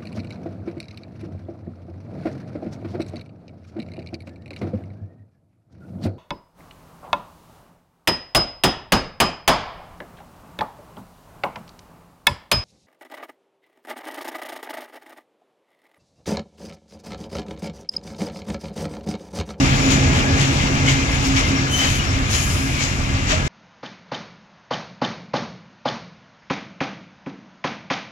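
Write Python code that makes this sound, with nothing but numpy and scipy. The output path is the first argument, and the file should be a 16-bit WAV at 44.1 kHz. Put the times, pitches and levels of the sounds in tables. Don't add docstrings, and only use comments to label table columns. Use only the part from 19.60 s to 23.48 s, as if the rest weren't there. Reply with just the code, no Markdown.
import sys
import numpy as np
from scipy import signal
from scipy.fft import rfft, irfft, next_fast_len
from scipy.io import wavfile

SR = 44100
rng = np.random.default_rng(int(sys.argv[2]) if len(sys.argv) > 2 else 0)


def gain_from_db(level_db):
    decades = np.asarray(level_db, float) / 20
    return 10 ** decades


def generate_wav(signal):
    frames = np.transpose(np.atleast_2d(signal))
    scaled = np.clip(frames, -1, 1) * 32767
    pcm = np.round(scaled).astype(np.int16)
    wavfile.write(sys.argv[1], SR, pcm)


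N = 171108
M = next_fast_len(N)
T = np.arange(N) / SR
HZ = np.maximum(np.fft.rfftfreq(M, 1 / SR), 1)
OCTAVES = np.log2(HZ)


def rms_one(x):
    return x / np.sqrt(np.mean(x ** 2) + 1e-20)


def at_hz(points):
    hz, values = np.array(points).T
    return np.interp(OCTAVES, np.log2(hz), values)


def sound(spectrum):
    return irfft(spectrum, M)[..., :N]


def drift_db(rate_hz, spread_db):
    pole = np.exp(-2 * np.pi * rate_hz * 40 / SR)
    noise = rng.standard_normal(N // 40 + 2002)
    slow = signal.lfilter([1], [1, -2 * pole, pole ** 2], noise)[2000:]
    gain = gain_from_db(spread_db * rms_one(slow - slow.mean()))
    return np.interp(np.arange(N) / 40, np.arange(len(slow)), gain)


def wander(rate_hz):
    return np.log(drift_db(rate_hz, 8.686))


# frequency in Hz, likeness from 0 to 1.
PORT_LIKENESS = [(60, .93), (200, .97), (350, .94), (550, .55), (1000, .45), (1700, .62), (2200, .2),
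                 (3500, .33), (6000, .15)]


def wide(white=None):
    if white is None:
        white = rng.standard_normal((2, N))
    mid, side = rfft(white, M)
    alike = np.clip(at_hz(PORT_LIKENESS), 0, 1)
    return np.sqrt(1 + alike) * mid + np.sqrt(1 - alike) * side * [[1], [-1]]


def patchy(spectrum, shared_db, own_db, rate):
    low, high = np.log2(spectrum[0][0]), np.log2(spectrum[-1][0])
    step = 2 / 3
    noise = wide() * gain_from_db(at_hz(spectrum)) * (OCTAVES > low)
    out = 0
    for k in range(int((high - low) / step + 1.5)):
        window = np.maximum(1 - np.abs(OCTAVES - low - k * step) / step, 0)
        out = out + drift_db(rate, own_db) * sound(noise * window)
    return rms_one(out * drift_db(5.9, shared_db))


def resonance(noise, hz, width_hz):
    return rms_one(sound(noise / (1 + (2 * (HZ - hz) / width_hz) ** 2)))


def hum(level_db, hz):
    phase = 2 * np.pi * np.cumsum(hz * (1 + 0.008 * wander(8.0))) / SR
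    return np.sqrt(2) * gain_from_db(level_db) * drift_db(9.1, 1.5) * np.sin(phase)


# frequency in Hz, level in dB per Hz.
GROUND_COLOUR = [(12, -18), (25, -7.5), (50, 1), (62, -1.5), (80, 4), (110, -1.5), (150, -12.5), (250, -27)]
BODY_COLOUR = [(80, -10.5), (150, -0.5), (200, -4), (240, -2), (330, -8.5), (420, -11.5), (800, -13.5),
               (1800, -34.5)]
# frequency in Hz, width in Hz, level in dB, share of the hum's swing.
HOPPER_MODES = [(343, 7.4, -13.5, 0.47), (806, 46, -22, 1)]
# time in seconds, level in dB.
HUM_LEVEL = [(0.0, -21), (0.3, -29), (0.34, -21), (0.7, -29.5), (0.78, -21.5), (1.03, -25.5), (1.08, -36),
             (1.17, -25), (1.34, -23.5), (1.41, -32), (1.58, -28.5), (1.69, -36), (1.78, -27), (1.92, -33),
             (2.02, -29.5), (2.1, -34.5), (3.87, -32.5), (3.88, -38)]
OVERTONE_LEVEL = [(0, -19.5), (.17, -31.5), (.27, -22), (.35, -28), (.42, -25.5), (.58, -34), (.73, -22),
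                  (.8, -38), (.87, -24), (.98, -44), (1.03, -26), (1.4, -28), (1.46, -34.5), (2.95, -42.5),
                  (3.01, -31), (3.38, -40), (3.5, -33), (3.88, -43.5)]


def rumble(ground_db, body_db):
    hum_hz = 134.8
    hum_db = np.interp(T, *np.transpose(HUM_LEVEL))
    overtone_db = np.interp(T, *np.transpose(OVERTONE_LEVEL))
    mean_db = hum_db.mean()
    noise = wide()
    out = hum(hum_db, hum_hz) + hum(overtone_db, 2 * hum_hz)
    for hz, width_hz, db, share in HOPPER_MODES:
        mode_db = db + mean_db + share * (hum_db - mean_db)
        out = out + gain_from_db(mode_db) * resonance(noise, hz, width_hz)
    ground = patchy(GROUND_COLOUR, shared_db=0.8, own_db=1.2, rate=6.0)
    body = patchy(BODY_COLOUR, shared_db=0.45, own_db=0.8, rate=9.9)
    return out + gain_from_db(ground_db) * ground + gain_from_db(body_db + 4.5) * body


# frequency in Hz, level in dB per Hz.
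ROLLING_COLOUR = [(500, -19), (1200, 1), (1900, -3.5), (2300, 0.5), (4000, -5), (7200, -11), (9500, -21.5),
                  (16000, -37)]
# frequency in Hz, width in Hz, level in dB against the hiss.
WHEEL_MODES = [(1675, 80, -15), (2100, 110, -15), (2420, 150, -15), (2750, 120, -18), (5110, 60, -28),
               (5580, 110, -20), (6690, 70, -28), (6990, 100, -28)]


def rolling(level_db):
    noise = wide()
    hiss = patchy(ROLLING_COLOUR, shared_db=0.15, own_db=1.35, rate=14.4)
    for hz, width_hz, db in WHEEL_MODES:
        hiss = hiss + gain_from_db(db) * drift_db(9.7, 3.47) * resonance(noise, hz, width_hz)
    return gain_from_db(level_db) * hiss


# time in seconds, low level in dB, high level in dB, length in seconds.
FLAT_BLOWS = [
    (0.321, -22.5, -25.5, 0.016),
    (0.814, -24.5, -30.5, 0.024),
    (1.292, -21.5, -27.5, 0.021),
    (1.655, -35, -31.5, 0.021),
    (1.777, -21, -28, 0.013),
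    (2.227, -23, -28.5, 0.043),
    (2.742, -26, -26.5, 0.019),
    (3.228, -28, -27.5, 0.02),
    (3.712, -21, -26.5, 0.015),
    (0.564, -26.5, -36, 0.023),
]
# frequency in Hz, level in dB per Hz.
BLOW_LOW = [(300, -2), (700, -2.5), (1500, 0), (2200, 2.5), (3200, 2), (4500, -12), (8000, -31.5)]
BLOW_HIGH = [(2000, -44), (4000, 5), (5500, 3.5), (7000, 5.5), (8500, -6), (11000, -49)]
BLOW_TOP = [(6000, -22), (8500, 0), (11000, 4), (16000, -34)]


def clacks():
    knocks_per_s, tail = 2500, 1.9
    peakedness = 1.31
    struck = rng.random((2, N)) < knocks_per_s / SR
    strength = gain_from_db(3.5 * np.minimum(rng.exponential(1, N), 3))
    knocks = struck * strength * rng.choice([-1, 1], (2, N))
    rattle = wide(rms_one(knocks) + 0.47 * rng.standard_normal((2, N)))
    s, low_db, high_db, length = np.transpose(FLAT_BLOWS)
    top_db = high_db - 12.5 - 4 * s
    out = 0
    for levels_db, colour in [(low_db, BLOW_LOW), (high_db, BLOW_HIGH), (top_db, BLOW_TOP)]:
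        swell = np.zeros(N)
        for at, db, size in zip(s, levels_db, length):
            near = slice(max(int((at - 0.2) * SR), 0), int((at + 0.3) * SR))
            late = (T[near] - at) / size
            away = np.where(late > 0, late / tail, -late)
            swell[near] += gain_from_db(2 * db) * np.exp(-away ** peakedness)
        out = out + np.sqrt(swell) * rms_one(sound(rattle * gain_from_db(at_hz(colour))))
    return out


# time in seconds, peak in dB.
KNOCKS = [(0.1461, -15), (0.3247, -10), (0.6833, -18), (0.7228, -18), (0.8011, -12), (1.7659, -15),
          (1.7659, -5), (1.8692, -15), (2.394, -14), (2.4848, -18), (2.7462, -10), (3.2091, -12),
          (3.708, -11)]


def ticks():
    s, db = np.transpose(KNOCKS)
    clicks = np.zeros(N)
    clicks[(s * SR).astype(int)] = gain_from_db(db + 3)
    band = signal.butter(2, [2000, 7000], "band", fs=SR, output="sos")
    return signal.sosfilt(band, clicks + 1e-18)


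# start in seconds, hold in seconds, release in seconds per 10 dB, level in dB.
FLANGE_RUBS = [
    (2.12, .25, .03, -37),
    (2.71, .15, .3, -34.5),
    (.02, .25, .05, -50),
    (.93, .02, .02, -47),
    (1.52, .03, .02, -48),
    (1.64, .05, .02, -47),
    (1.865, .03, .02, -49),
    (2.4, .08, .05, -52),
]
# frequency in Hz, level in dB per Hz.
SCRAPE_COLOUR = [(3000, -31), (6000, 6.5), (8500, 6.5), (11000, 8.5), (13000, -5), (16000, -5)]
# frequency in Hz, width in Hz, level in dB against the scrape.
RIM_MODES = [(6700, 25, -18), (7870, 30, -19), (8950, 30, -22), (9280, 30, -21), (9520, 30, -20),
             (10150, 30, -23), (10470, 40, -25), (11080, 40, -25), (12300, 200, -19), (13450, 200, -27),
             (14500, 100, -28)]


def scrapes():
    rise = 0.05
    gain = np.zeros(N)
    for s, hold, fall, db in FLANGE_RUBS:
        corners = [s - rise, s, s + hold, s + hold + 6 * fall]
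        gain += gain_from_db(db + np.interp(T, corners, [-30, 0, 0, -60])) * (T > s - rise)
    noise = wide()
    hiss = patchy(SCRAPE_COLOUR, shared_db=0.7, own_db=1.2, rate=15.0)
    for hz, width_hz, db in RIM_MODES:
        hiss = hiss + gain_from_db(db) * drift_db(8.0, 3.5) * resonance(noise, hz, width_hz)
    return gain_from_db(2) * gain * hiss


def around(s, rise, fall):
    return np.arange(max(int((s - 4 * rise) * SR), 0), min(int((s + 4 * fall) * SR), N))


def swell_db(near, s, rise, fall):
    return -10 * np.where(T[near] < s, (s - T[near]) / rise, (T[near] - s) / fall)


# peak time in seconds,
# frequency in Hz, level in dB, rise and fall in seconds per 10 dB.
SQUEALS = [(2.137, 3049, -22, .022, .055), (2.195, 3060, -27, .015, .02), (2.243, 3055, -27, .02, .008),
           (2.28, 3050, -27, .015, .015), (2.36, 3050, -35, .015, .015), (2.385, 3050, -37, .01, .04),
           (2.15, 6102, -34, .04, .15), (2.18, 15133, -38, .04, .05), (2.17, 7623, -47, .04, .08),
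           (2.398, 2890, -27, .006, .014), (2.24, 2760, -33, .01, .012), (2.76, 3039, -34, .03, .1),
           (.332, 6430, -31, .01, .015), (3.735, 625, -26, .012, .035), (3.71, 1170, -31, .01, .02),
           (1.655, 4950, -34, .015, .015), (.13, 12070, -52, .02, .02), (.17, 15700, -57, .04, .02),
           (.51, 15700, -57, .03, .02), (1.72, 269, -22, .07, .07), (1.93, 270, -22, .04, .12),
           (2.19, 269, -26, .06, .06), (2.58, 268, -27, .04, .04)]


def sings():
    out = np.zeros(N)
    wobble, pitch = drift_db(25.0, 1.8), wander(30.0)
    shifts = rng.integers(0, N, (len(SQUEALS), 2))
    for (s, hz, db, rise, fall), shift in zip(SQUEALS, shifts):
        near = around(s, rise, fall)
        phase = 2 * np.pi * np.cumsum(hz * (1 + 0.0015 * pitch[(near + shift[0]) % N])) / SR
        level = np.sqrt(2) * gain_from_db(db + swell_db(near, s, rise, fall))
        out[near] += level * wobble[(near + shift[1]) % N] * np.sin(phase)
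    return out


# peak time in seconds, frequency in Hz, level in dB,
# rise and fall in seconds per 10 dB.
GRAINY_RUBS = [(2.95, 5115, -42, .1, .2), (.3, 6985, -38, .08, .15), (.15, 6985, -39, .03, .08),
               (.28, 10850, -52, .25, .05), (.94, 10850, -48, .02, .02), (1.54, 10850, -46, .04, .03),
               (1.67, 10800, -47, .03, .03), (1.79, 10850, -46, .03, .04), (1.875, 10800, -48, .02, .03),
               (1.97, 5570, -36, .05, .04), (1.77, 5570, -34, .02, .08), (1.66, 5570, -37, .03, .05),
               (1.51, 5500, -39, .02, .05), (2.5, 5500, -38, .03, .05), (1.67, 13500, -52, .04, .02),
               (1.67, 14500, -54, .03, .02), (1.286, 2150, -22, .015, .025), (1.292, 2950, -27, .025, .015),
               (1.78, 2300, -25, .012, .02), (2.8, 6700, -36, .04, .1), (2.17, 13450, -52, .04, .06),
               (2.16, 9500, -48, .02, .1), (3.03, 15000, -56, .1, .05), (2.8, 13450, -54, .1, .2),
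               (2.23, 2130, -27, .02, .03), (.4, 5570, -38, .06, .06), (.7, 1680, -33, .05, .04),
               (3.2, 2250, -31, .05, .04)]


def smears():
    out = np.zeros((2, N))
    grain = wander(65)
    shifts = rng.integers(0, N, (len(GRAINY_RUBS), 4))
    for (s, hz, db, rise, fall), shift in zip(GRAINY_RUBS, shifts):
        near = around(s, rise, fall)
        a, b, c, d = grain[(near + shift[:, None]) % N]
        phase = 2 * np.pi * hz * T[near]
        cos, sin = np.cos(phase), np.sin(phase)
        shared = a * cos + b * sin
        own = 0.65 * (c * cos + d * sin) * [[1], [-1]]
        out[:, near] += gain_from_db(db + swell_db(near, s, rise, fall)) * (shared + own)
    return out


# time in seconds, then ground rumble, rolling
# and wagon body levels in dB.
PASSING_BOGIES = [(0.0, -24.5, -24, -26), (0.18, -22.5, -24.5, -28), (0.6, -23, -26, -27),
                  (0.7, -22.5, -27, -28.5), (1.04, -26.5, -25, -29.5), (1.26, -22.5, -27.5, -31),
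                  (1.53, -25, -27.5, -31), (1.76, -20, -26.5, -31.5), (1.93, -26.5, -26, -31.5),
                  (2.19, -25.5, -30.5, -34.5), (2.56, -22, -28.5, -33.5), (2.88, -23, -28.5, -35),
                  (3.24, -27.5, -30, -35), (3.61, -24, -30, -34), (3.88, -28.5, -29.5, -32.5)]


def scene():
    s, *columns = np.transpose(PASSING_BOGIES)
    ground_db, rolling_db, body_db = [np.interp(T, s, column) for column in columns]
    train = rumble(ground_db, body_db) + rolling(rolling_db)
    return train + clacks() + ticks() + scrapes() + sings() + smears()


def low_pass(x):
    return signal.sosfilt(signal.butter(12, 15790, fs=SR, output="sos"), x)


# frequency in Hz, gain in dB.
LEFT_COLOUR = [(500, 1), (2000, 4), (4000, 2), (7000, 8), (9000, -2.5), (11000, -17.5), (13000, -0.5),
               (15500, 2.5)]
RIGHT_COLOUR = [(500, 2), (2000, 1), (4000, -2.5), (7000, -12.5), (9000, -7), (11000, 4.5), (13000, -6.5),
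                (15500, -4)]


def record(dry):
    left_lag_s, peak_limit, cutoff_hz = 0.00036, 0.95, 15790
    colour = gain_from_db(np.array([at_hz(LEFT_COLOUR), at_hz(RIGHT_COLOUR)]))
    lag = np.exp(-2j * np.pi * HZ * [[left_lag_s], [0]])
    ports = sound(rfft(dry, M) * colour * lag)
    rounded = peak_limit * np.tanh(ports / peak_limit)
    mix = sound(rfft(rounded, M) * (HZ < cutoff_hz))
    return low_pass(mix)


dry = scene()
out = record(dry)
generate_wav(out)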